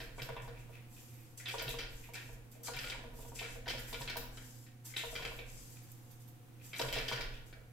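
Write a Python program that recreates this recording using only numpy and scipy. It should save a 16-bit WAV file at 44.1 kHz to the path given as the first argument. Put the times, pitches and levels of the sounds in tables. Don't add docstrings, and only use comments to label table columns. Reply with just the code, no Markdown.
import sys
import numpy as np
from scipy import signal
from scipy.fft import rfft, irfft
from scipy.io import wavfile
from scipy.ndimage import uniform_filter1d

SR = 44100
rng = np.random.default_rng(int(sys.argv[2]) if len(sys.argv) > 2 else 0)


def put_to_file(sound):
    columns = np.atleast_2d(sound).T
    safe = np.clip(columns, -1, 1)
    whole_steps = np.round(safe * 32767)
    wavfile.write(sys.argv[1], SR, whole_steps.astype(np.int16))


N = 340452
TIME = np.arange(N) / SR

# start in seconds, level in dB, the lever's own pitch in Hz,
# then the boosts in dB for that pitch, the low body, the treble and the chatter.
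CLACKS = [(0.0014, -34.5, 2370, 3.5, 4.5, 1, -7.5), (0.1835, -36.5, 2350, 4, 3.5, -7, 20),
          (0.2183, -30, 3240, 5, 3, 4, -20), (0.2897, -39.5, 1900, 1, 7, -11, -11),
          (0.3637, -39, 1900, 3, -1.5, -23, -8), (0.4776, -43, 2280, -3, 6, -1, -11),
          (1.4558, -31, 3500, 8, -1, -7, 5), (1.4786, -31.5, 2520, 6, -1.5, 2, -1),
          (1.5805, -33, 3180, 5, 1, 4, -14), (1.5927, -30.5, 3130, 4, 4, 5.5, 12),
          (1.6773, -31, 3650, 7, -6, -4, -3), (1.7858, -30.5, 3220, 2.5, 2, 4.5, -7.5),
          (1.803, -33.5, 3000, 2, -1.5, 3, -12), (2.135, -37, 2460, 8, -7, 0, 4),
          (2.1514, -36.5, 2560, 0.5, 2.5, -4, -4), (2.6712, -34.5, 4300, 8.5, 2, 2.5, -13),
          (2.735, -35.5, 1950, -6, 0.5, 0, -9), (2.7636, -33.5, 2500, 3, -4, -4, -11),
          (2.7866, -32, 2500, 2, 1, 1, -8), (2.8337, -33, 2500, -1, 2.5, 0, 10),
          (2.8982, -30, 3180, 6, -2.5, -1, -27), (2.917, -33, 2290, 6, 7, -1, -14.5),
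          (3.3872, -30, 2500, 2.5, -7.5, -3, -4), (3.4244, -35.5, 2400, 1, 2, -2, 0),
          (3.657, -36, 1940, 5, 8, 1, 3), (3.6785, -28, 3170, 10, 1, 4.5, -10.5),
          (3.6999, -27.5, 3130, 1, -0.5, 1.5, -11), (3.7806, -38, 2440, -3, 5, -1, -22),
          (3.93, -36.5, 3700, 10, -15, -4, -20), (3.9423, -29, 2980, 1.5, -1, -4, -19),
          (4.0161, -35, 3400, 6, 9, 6, -16), (4.0757, -27.5, 3030, -1, -8, -8, -13),
          (4.0963, -30, 2650, -2, 4.5, 6, -15), (4.3715, -40, 3050, 6.5, 7.5, 3, -12.5),
          (4.6645, -50, 1850, 9, -3, -1, -9), (4.9379, -38.5, 2080, 11, 0, -3, -11),
          (4.9632, -25.5, 3760, 7.5, -4, -4, -2), (5.1526, -30.5, 3200, 3, 1.5, 1, -11),
          (5.222, -33.5, 2430, 11, 3, -2, -13.5), (5.2497, -27, 3160, 2, 3, -1.5, -15),
          (5.388, -34, 2380, 6, -2, -8, -14), (6.731, -33, 2360, 2.5, -2, -3, 21),
          (6.793, -25, 1720, 0, 2, 2.5, -23), (6.8132, -26, 3130, 9, 10.5, 2, -18),
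          (6.8828, -34, 3080, 4, -3, -4, -3), (6.9255, -26, 2400, 1, -5, 1, -5),
          (6.9519, -29, 3500, 5.5, 1.5, 1, -1), (6.9842, -31.5, 2400, 4, 6, 0, -1),
          (7.0812, -26.5, 3130, 10.5, 2, 4, -10), (7.1206, -29, 3160, 2, 5, 4.5, -7.5),
          (7.17, -34.5, 1970, 6, 5, -2, 5), (7.2086, -31, 3650, 4.5, -2, 5, -10),
          (7.5268, -41.5, 2200, 10, 10.5, 3, -21)]
# start in seconds, level in dB, pitch in Hz.
HOOK_SNAPS = [(1.456, -36, 5000), (1.5938, -32, 5000), (1.787, -33, 5200), (2.1525, -32, 4680),
              (2.7357, -35, 4500), (2.7871, -28, 5160), (2.8995, -33, 5000), (3.695, -26, 4680),
              (3.7813, -33, 4840), (3.8741, -52, 5030), (3.929, -28, 4200), (4.0168, -37, 4320),
              (4.371, -44, 4850), (5.252, -44, 4570), (6.761, -31, 4220), (6.8144, -19.5, 4470),
              (6.8828, -31, 4010), (6.9834, -25, 4400), (7.083, -26, 4550), (7.1238, -29, 4860),
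              (7.207, -33, 4400), (7.528, -58, 4800)]
# start in seconds, level in dB, boost of the higher tones in dB.
KNOCKS = [(0.002, -46, -8), (0.1805, -39, 3), (0.2885, -36, 4), (0.3635, -36.5, 6.5), (0.475, -44, -0.5),
          (0.691, -49.5, -9), (1.539, -32, 2), (1.614, -39, -4), (1.68, -40.5, -16), (1.738, -38.5, 0),
          (2.087, -46.5, -6), (2.29, -50, -7), (2.553, -52, -16), (2.606, -53.5, -14), (2.682, -32.5, 3),
          (2.944, -43, 9), (2.991, -48, -2), (3.037, -43.5, 0), (3.138, -49.5, -5), (3.188, -47, -6),
          (3.247, -47, -2), (3.318, -45.5, -1), (3.413, -40, -3), (3.556, -43.5, -13), (3.669, -38.5, -1.5),
          (3.734, -40, -12), (3.926, -38.5, -2.5), (4.008, -40.5, 2), (4.156, -36, 1.5), (5.034, -37.5, -3),
          (5.126, -41.5, -11), (5.192, -43, 5), (5.248, -40.5, -16), (5.315, -44.5, 1), (5.391, -45, -13),
          (6.796, -29, -2), (6.844, -36.5, 3), (6.917, -39, -19), (6.962, -31.5, -10), (6.976, -39, -3),
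          (7.112, -29.5, 6.5), (7.194, -42.5, -13)]
# start in seconds, level in dB, share through the high port from 0 to 1.
PUFFS = [(0.2204, -41.5, 0.7), (0.414, -45.5, 0.4), (0.5844, -52, 0.4), (0.6963, -53, 0.65),
         (1.371, -37.5, 0.33), (1.622, -37.5, 0.7), (1.687, -33.5, 0.5), (2.132, -39, 0.4),
         (2.511, -47, 0.67), (2.631, -34.5, 0.4), (2.653, -33, 0.24), (2.7651, -48, 0.5),
         (2.8894, -55, 0.5), (3.346, -36.5, 0.24), (3.6894, -40, 0.5), (3.7844, -39, 0.35),
         (3.873, -38.5, 0.75), (3.9983, -37.5, 0.23), (4.846, -36, 0.7), (4.9656, -34, 0.67),
         (5.1083, -42, 0.3), (5.363, -44, 0.8), (5.917, -56, 1), (6.0995, -50.5, 0.83), (6.196, -48, 0.73),
         (6.2716, -52, 0.8), (6.777, -34, 0.4), (6.814, -43, 0.9), (6.924, -37, 0.1), (7.0823, -38, 0.4),
         (7.458, -48, 0.5)]
# start, time to full flow and end in seconds,
# then the levels in dB at the low-pitched and the high-pitched port (air outlet).
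STROKES = [(-0.05, 0.035, 0.06, -66, -64), (0.157, 0.023, 0.25, -66, -70), (0.9, 0.12, 1.33, -66.5, -67),
           (1.48, 0.047, 1.57, -57, -61.5), (1.9, 0.058, 2.09, -64, -66), (2.22, 0.021, 2.35, -66.5, -65.5),
           (2.77, 0.094, 2.92, -58.5, -62.5), (3.15, 0.052, 3.3, -62, -62), (3.35, 0.018, 3.58, -61, -63.5),
           (3.69, 0.28, 4.05, -65.5, -64), (4.33, 0.035, 4.67, -60.5, -64.5),
           (4.855, 0.025, 4.92, -57.5, -63), (4.97, 0.14, 5.36, -61, -63.5), (5.47, 0.12, 6.22, -60.5, -65),
           (6.635, 0.012, 6.71, -59, -64), (6.76, 0.0078, 7.24, -58, -60)]
# start in seconds, level in dB.
VALVE_TICKS = [(0.2244, -38), (1.485, -37), (1.6237, -30), (1.6911, -31), (2.6329, -36), (2.766, -37),
               (2.83, -52), (3.3867, -43), (4.9656, -46), (5.1083, -43), (5.364, -43), (5.917, -38),
               (6.756, -47), (6.815, -45), (6.926, -31), (6.933, -39), (7.0818, -48), (7.105, -44)]
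CLINKS = [(4.1676, -29.5)]
BOOMS = [(0.21, -43.5), (0.287, -48), (0.419, -46), (1.66, -41.5), (2.758, -46), (3.722, -49), (4, -42.5),
         (5.199, -47.5), (6.821, -38.5), (6.96, -43.5), (7.127, -42.5)]
# start in seconds, length in seconds, pitch in Hz, level in dB.
RUBS = [(0.538, 0.089, 2420, -60.5), (0.714, 0.078, 2400, -57.5), (0.959, 0.037, 2850, -60),
        (1.058, 0.25, 2320, -70.5), (1.392, 0.027, 2060, -49), (2.023, 0.047, 2480, -55.5),
        (2.521, 0.061, 2320, -67), (3.182, 0.088, 3050, -64.5), (3.349, 0.045, 2370, -56.5),
        (3.872, 0.029, 1960, -52.5), (4.392, 0.038, 1900, -62), (4.878, 0.056, 1940, -58.5),
        (5.741, 0.066, 2390, -64.5), (6.58, 0.091, 2580, -63), (6.711, 0.036, 2380, -58),
        (7.316, 0.067, 2950, -55.5)]
# start in seconds, length in seconds, level in dB.
JERKS = [(-0.1, 0.7, -45.5), (0.84, 0.065, -51), (1.537, 0.42, -42), (2.233, 0.087, -42),
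         (2.663, 0.7, -44.5), (3.438, 0.9, -43.5), (5, 0.56, -44.5), (6.8, 0.23, -38.5),
         (7.142, 0.16, -36.5), (7.465, 0.05, -44)]
# pitch in Hz, level in dB, seconds to fade by 60 dB.
LINKAGE_TONES = [(1436, 4.5, 0.13), (1800, -0.5, .2), (1955, -13.5, 0.27), (2285, -6, 0.19),
                 (2400, 1.5, 0.096), (2574, -3, 0.19), (2700, -5.5, 0.2), (3070, 1.5, 0.12)]
LOW_WOOD_TONES = [(260.5, -11.5, 0.1), (441.4, -2.5, 0.085), (466.7, 2, 0.14), (497.7, 1, 0.075),
                  (550.5, -6, 0.12), (649.3, -5, 0.14), (738, -8, 0.07)]
HIGH_WOOD_TONES = [(809, -13.5, 0.14), (951, 2, 0.098), (1024, -2, 0.05), (1150, -6.5, 0.076),
                   (1196, -19, 0.044), (1453, -3, 0.083)]
STEEL_TONES = [(3830, -3, 0.043), (4840, -3, 0.05), (7150, -7, 0.094), (7750, -11, .05), (9100, -16, .04),
               (10040, -10, .035), (11970, -2, .025), (12900, -8, .025), (14000, -9, .025),
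               (15550, -11, .025)]
BOARD_TONES = [(131.1, 14, 0.42), (85, -22, .1)]
FRAME_TONES = [(27.6, -1.5, 0.32), (40.7, -6, 0.45), (81, -13, 0.085)]
# frequency in Hz, level in dB.
CLACK_COLOUR = [(150, -16.5), (500, -3.5), (900, -10.5), (1250, -11.5), (1500, 1.5), (2000, -2.5),
                (2400, -0.5), (2900, -2), (3500, -4.5), (4200, -5), (5200, -7), (6400, -18.5),
                (9000, -25.5), (15000, -26)]
CHATTER_COLOUR = [(1200, -1), (2500, 1.5), (3600, -1), (5000, -2), (9000, -3)]
LOW_PORT_COLOUR = [(500, -21), (1500, -15), (3050, -8), (4400, -8), (5100, -0.5), (5700, -1), (6600, 1.5),
                   (7350, 5), (7950, -0.5), (10100, -2.5), (10900, -12), (15000, -37)]
HIGH_PORT_COLOUR = [(2000, -11), (6000, -11), (8000, -10), (10000, -4), (10900, -9.5), (11900, 3),
                    (12800, 2.5), (13700, -0.5), (14700, -6), (15600, -9.5)]
VENT_COLOUR = [(20, 9), (50, -31), (90, 9.5), (150, 5.5), (200, -2.5), (320, 3), (400, -11.5), (490, 0.5),
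               (600, -17.5), (720, -7.5), (1000, -12), (2500, -15.5), (5000, -22), (10000, -21),
               (12700, -20), (16000, -22)]
# pitch in Hz, level in dB.
MOTOR_TONES = [(240, -6), (255, -4.5)]
HUM_TONES = [(120, -56.5), (226, -74), (360, -82), (528, -81), (721, -81), (6029, -92)]
# frequency in Hz, seconds to fade by 60 dB.
ROOM_FADE = [(100, 1), (500, 0.84), (2500, 0.64), (6000, 0.52), (15000, 0.38)]
# frequency in Hz, likeness from 0 to 1.
ROOM_LIKENESS = [(100, 0.36), (300, 0.74), (600, 0.34), (1200, 0.071), (4000, 0)]


def levers():
    places, t = np.zeros((2, N)), TIME[:SR // 4]
    hz = np.geomspace(150, 16000, 160)
    ring_octaves = 0.14
    for k, (start, db, ring_hz, ring_db, body_db, treble_db, chatter_db) in enumerate(CLACKS):
        bounce_s = rng.uniform(0.004, 0.013)
        bounce = 0.17 * (t > bounce_s) * fade(np.abs(t - bounce_s), 0.036)
        contacts = noise(len(t)) * (fade(t, 0.015) + bounce)
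        grains = noise(len(t)) * undb(rng.exponential(size=len(t))) * (rng.random(len(t)) < 0.03)
        chatter = unit(colour(grains, CHATTER_COLOUR)) * undb(chatter_db - 8) * fade(t, 0.24)
        force = (contacts + chatter) * rise(t, 0.002)
        own_ring = ring_db * np.exp(-(np.log2(hz / ring_hz) / ring_octaves) ** 2)
        tilt = along([(1750, body_db - 0.7), (2300, 0.041), (3700, 0.8), (4600, treble_db)], hz)
        hit = colour(force, np.transpose([hz, along(CLACK_COLOUR, hz) + own_ring + tilt]))
        add(places[k % 2], start, at_level(hit, db))
    out = np.zeros((2, N))
    for hits in places:
        linkage = unit(signal.oaconvolve(hits, ring(LINKAGE_TONES, t))[:N])
        out += room(hits + undb(-13) * np.std(hits) * linkage, near_db=1.5, tail_db=0.67, left_db=0.1)
    return out


def hooks():
    out, t = np.zeros(N), TIME[:SR // 20]
    for start, db, hz in HOOK_SNAPS:
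        contact = noise(len(t)) * fade(t, 0.013) * rise(t, 0.00051)
        snap = colour(contact, [(hz / 4, -16), (hz * 0.7, -8), (hz * 0.9, 0),
                                (hz * 1.12, 0), (hz * 1.45, -13), (hz * 2.2, -26)])
        add(out, start, at_level(snap, db - 5.5))
    return room(out, near_db=4, tail_db=-2, left_db=5)


def limbs(shake):
    out, t = np.zeros(N), TIME[:SR // 4]
    for start, db, upper_db in KNOCKS:
        contact = noise(len(t)) * fade(t, 0.022)
        click = colour(contact, [(150, -15.5), (360, -12.5), (470, 4.5), (640, 5),
                                 (1100, -6.5), (1400, -7), (1800, -9.5), (6000, -22.5)])
        wood = struck(LOW_WOOD_TONES, t) + undb(upper_db) * struck(HIGH_WOOD_TONES, t)
        knock = (wood + undb(6) * click) * rise(t, 0.0014)
        add(out, start, at_level(knock, db + 2.5))
    taps = crackle(N, per_second=30) * shake
    tap_ring = ring(LOW_WOOD_TONES, t) + undb(-13) * ring(HIGH_WOOD_TONES, t)
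    out += undb(-19.5) * signal.oaconvolve(taps, tap_ring)[:N]
    return room(out, near_db=-3, tail_db=-2.5, left_db=-1.2)


def struck(tones, t, detune=0.0051, spread_db=3):
    chance = rng.standard_normal((len(tones), 2))
    varied = [(hz * (1 + detune * a), db + spread_db * b, fade_s)
              for (hz, db, fade_s), (a, b) in zip(tones, chance)]
    return ring(varied, t)


def exhaust():
    *_, low_dbs, high_dbs = np.transpose(STROKES)
    low_power = airflow(low_dbs, swell_db=4.5, sag_db_per_s=34.6)
    high_power = airflow(high_dbs, swell_db=0.57, sag_db_per_s=19)
    t = TIME[:SR // 2]
    for start, db, high_share in PUFFS:
        spit_power = (undb(db - 10.5) * fade(t, 0.19) * rise(t, 0.0053)) ** 2
        add(low_power, start, spit_power * (1 - high_share))
        add(high_power, start, spit_power * high_share)
    spatter = 1 + undb(16) * (rng.random(N) < 70 / SR)
    low_jet = jet(spatter * np.sqrt(low_power), LOW_PORT_COLOUR)
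    high_jet = jet(spatter * np.sqrt(high_power), HIGH_PORT_COLOUR)
    return (room(low_jet, near_db=10, tail_db=8.5, left_db=5.5)
            + room(high_jet, near_db=4, tail_db=-1, left_db=-8.5))


def airflow(full_dbs, swell_db, sag_db_per_s, valve_s=0.033):
    power = np.zeros(N)
    for (start, swell_s, end, *_), db in zip(STROKES, full_dbs):
        t = TIME[max(int((start - valve_s) * SR), 0):int((end + valve_s) * SR)]
        full_at = start + swell_s
        shape_db = np.interp(t, [start, full_at, full_at + 1], [-swell_db, 0, -sag_db_per_s])
        opening = gate(t, start - valve_s / 2, end + valve_s / 2, valve_s)
        add(power, t[0], opening * undb(db + shape_db) ** 2)
    return power


def jet(strength, port_colour, wander=0.013):
    sputter = strength * undb(2 * drift(45) + 2.23 * drift(500))
    blend = np.pi / 4 * (1 + np.tanh(drift(7)))
    lower, higher = (colour(sputter * noise(N), [(hz * shift, db) for hz, db in port_colour])
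                     for shift in (1 - wander, 1 + wander))
    return np.cos(blend) * lower + np.sin(blend) * higher


def valve_ticks():
    out, t = np.zeros(N), TIME[:SR // 20]
    for start, db in VALVE_TICKS:
        contact = noise(len(t)) * fade(t, 0.016)
        click = colour(contact, [(2000, -25), (6000, -9), (8500, -7),
                                 (11000, -4), (12700, 8), (15500, -1)])
        add(out, start, at_level(click, db - 2.5))
    return room(out, near_db=1, tail_db=-3, left_db=-4)


def clink():
    out, t = np.zeros(N), TIME[:SR // 4]
    for start, db in CLINKS:
        contact = noise(len(t)) * fade(t, 0.028)
        tick = colour(contact, [(1500, -2.5), (10000, -8), (12400, 1), (16000, -1)])
        add(out, start, at_level(ring(STEEL_TONES, t) + undb(12.5) * tick, db + 5))
    return room(out, near_db=8.5, tail_db=9.5, left_db=1)


def strings():
    out = np.zeros(N)
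    for start, length, hz, db in RUBS:
        count = int(length * SR)
        slips = crackle(count, per_second=900)
        rub = colour(slips, [(hz / 3, -20), (hz * 0.7, -9), (hz * 0.9, 0),
                             (hz * 1.1, 0), (hz * 1.35, -9), (hz * 3, -22)])
        swell = np.sin(np.linspace(0, np.pi, count))
        add(out, start, unit(rub * swell) * undb(db - 5.5))
    return room(out, near_db=2.5, tail_db=4.5, left_db=0.5)


def shaking(rise_s=0.1, fade_s=0.73, rest_db=-67):
    shake = np.full(N, undb(rest_db))
    for start, length, db in JERKS:
        build_up = np.clip((TIME - start) / rise_s, 0, 1)
        die_away = fade(np.maximum(TIME - start - length, 0), fade_s)
        shake = np.maximum(shake, undb(db) * build_up * die_away)
    return shake


def frame(shake):
    frame_ring = ring(FRAME_TONES, TIME[:SR])
    motions = (signal.fftconvolve(noise(N + SR), frame_ring)[SR:N + SR] for _ in range(2))
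    sway, twist = (m / np.sqrt(uniform_filter1d(m ** 2, size=4000)) for m in motions)
    rumble = undb(-8) * sway + undb(-23) * np.array([twist, -twist])
    booms, t = np.zeros(N), TIME[:SR // 2]
    for start, db in BOOMS:
        boom = ring(BOARD_TONES, t) * rise(t, 0.0063) ** 2
        add(booms, start, at_level(boom, db + 4))
    return (shake * rumble + booms) * pan(-1.1)


def motor(idle_db=-71, load_boost_db=9):
    drone = sum(undb(db + 4.5 * drift(7.7)) * np.sin(2 * np.pi * hz * TIME + 0.5 * drift(6.3))
                for hz, db in MOTOR_TONES)
    load = gate(TIME, start=2.5, end=4.76, ramp_s=0.32)
    return drone * undb(idle_db + load * load_boost_db) * pan(-0.5)


def hum_and_ventilation():
    hum = sum(undb(db + 1.5 * drift(11)) * np.sin(2 * np.pi * hz * TIME + 0.033 * drift(19))
              for hz, db in HUM_TONES)
    air = spread(colour(noise(N), VENT_COLOUR), colour(noise(N), VENT_COLOUR))
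    return np.sqrt(2) * hum * pan(-3) + air * undb(-59 + 1.2 * drift(1.99)) * pan(-0.19)


def room(x, near_db, tail_db, left_db):
    t = TIME[:32768]
    bands = np.geomspace(60, 16000, 9)
    hz = np.arange(len(t) // 2 + 1) * SR / len(t)
    spectrum = rfft(noise((2, len(t))))
    tail = np.zeros((2, len(t)))
    for band_hz, only_this_band in zip(bands, np.eye(len(bands))):
        weight = np.interp(np.log(hz + 1), np.log(bands), only_this_band)
        tail += irfft(spectrum * weight) * fade(t, along(ROOM_FADE, band_hz))
    tail *= np.clip(t / 0.0074 - 0.3, 0, 1)
    near = crackle((2, len(t)), per_second=4410) * fade(t, 0.031) * (t > 0.0006)
    response = sum(undb(db) * spread(*(part / np.linalg.norm(part, axis=1, keepdims=True)))
                   for part, db in ((near, near_db), (tail, tail_db)))
    echoes = signal.oaconvolve(x[None], response, axes=1)[:, :N]
    return (x + echoes) * pan(left_db) / np.hypot(1, undb(near_db))


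def spread(a, b):
    hz = np.arange(len(a) // 2 + 1) * SR / len(a)
    likeness = np.clip(along(ROOM_LIKENESS, hz), 0, 1)
    mid = irfft(rfft(a) * np.sqrt((1 + likeness) / 2), len(a))
    side = irfft(rfft(b) * np.sqrt((1 - likeness) / 2), len(a))
    return np.array([mid + side, mid - side])


def colour(x, points):
    cepstrum = irfft(along(points, np.arange(1025) * SR / 2048) * np.log(10) / 20)
    cepstrum[1:1024] *= 2
    cepstrum[1025:] = 0
    response = irfft(np.exp(rfft(cepstrum)))
    return signal.oaconvolve(x, response / np.linalg.norm(response))[:len(x)]


def along(points, hz):
    point_hz, values = np.transpose(points)
    return np.interp(np.log(hz + 1e-3), np.log(point_hz), values)


def ring(tones, t):
    return sum((-1) ** k * undb(db) * fade(t, fade_s) * np.sin(2 * np.pi * hz * t)
               for k, (hz, db, fade_s) in enumerate(tones))


def noise(size):
    return rng.standard_normal(size)


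def crackle(size, per_second):
    return noise(size) * (rng.random(size) < per_second / SR)


def drift(per_second):
    hold = int(SR / per_second)
    steps = np.repeat(noise(N // hold + 1), hold)
    return 1.3 * uniform_filter1d(uniform_filter1d(steps, hold), hold)[:N]


def rise(t, rise_s):
    return 1 - np.exp(-t / rise_s)


def fade(t, fade_s):
    return np.exp(-np.log(1000) * t / max(fade_s, 0.002))


def gate(t, start, end, ramp_s):
    return np.clip(np.minimum(t - start, end - t) / ramp_s, 0, 1)


def undb(db):
    return 10 ** (np.asarray(db) / 20)


def unit(x):
    return x / np.sqrt(np.mean(x ** 2))


def at_level(x, db):
    return x * undb(db - 9) / np.sqrt(uniform_filter1d(x ** 2, size=256).max())


def pan(left_db):
    return undb(np.array([[left_db], [-left_db]]) / 2)


def add(track, start, x):
    i = max(int(start * SR), 0)
    track[i:i + len(x)] += x[:N - i]


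def scene():
    shake = shaking()
    rig = levers() + hooks() + limbs(shake) + strings() + exhaust() + valve_ticks() + clink()
    return rig + frame(shake) + motor() + hum_and_ventilation()


def record(dry, top_hz=15750):
    return signal.sosfilt(signal.ellip(10, 0.2, 70, top_hz, fs=SR, output="sos"), dry)


dry = scene()
out = record(dry)
put_to_file(out)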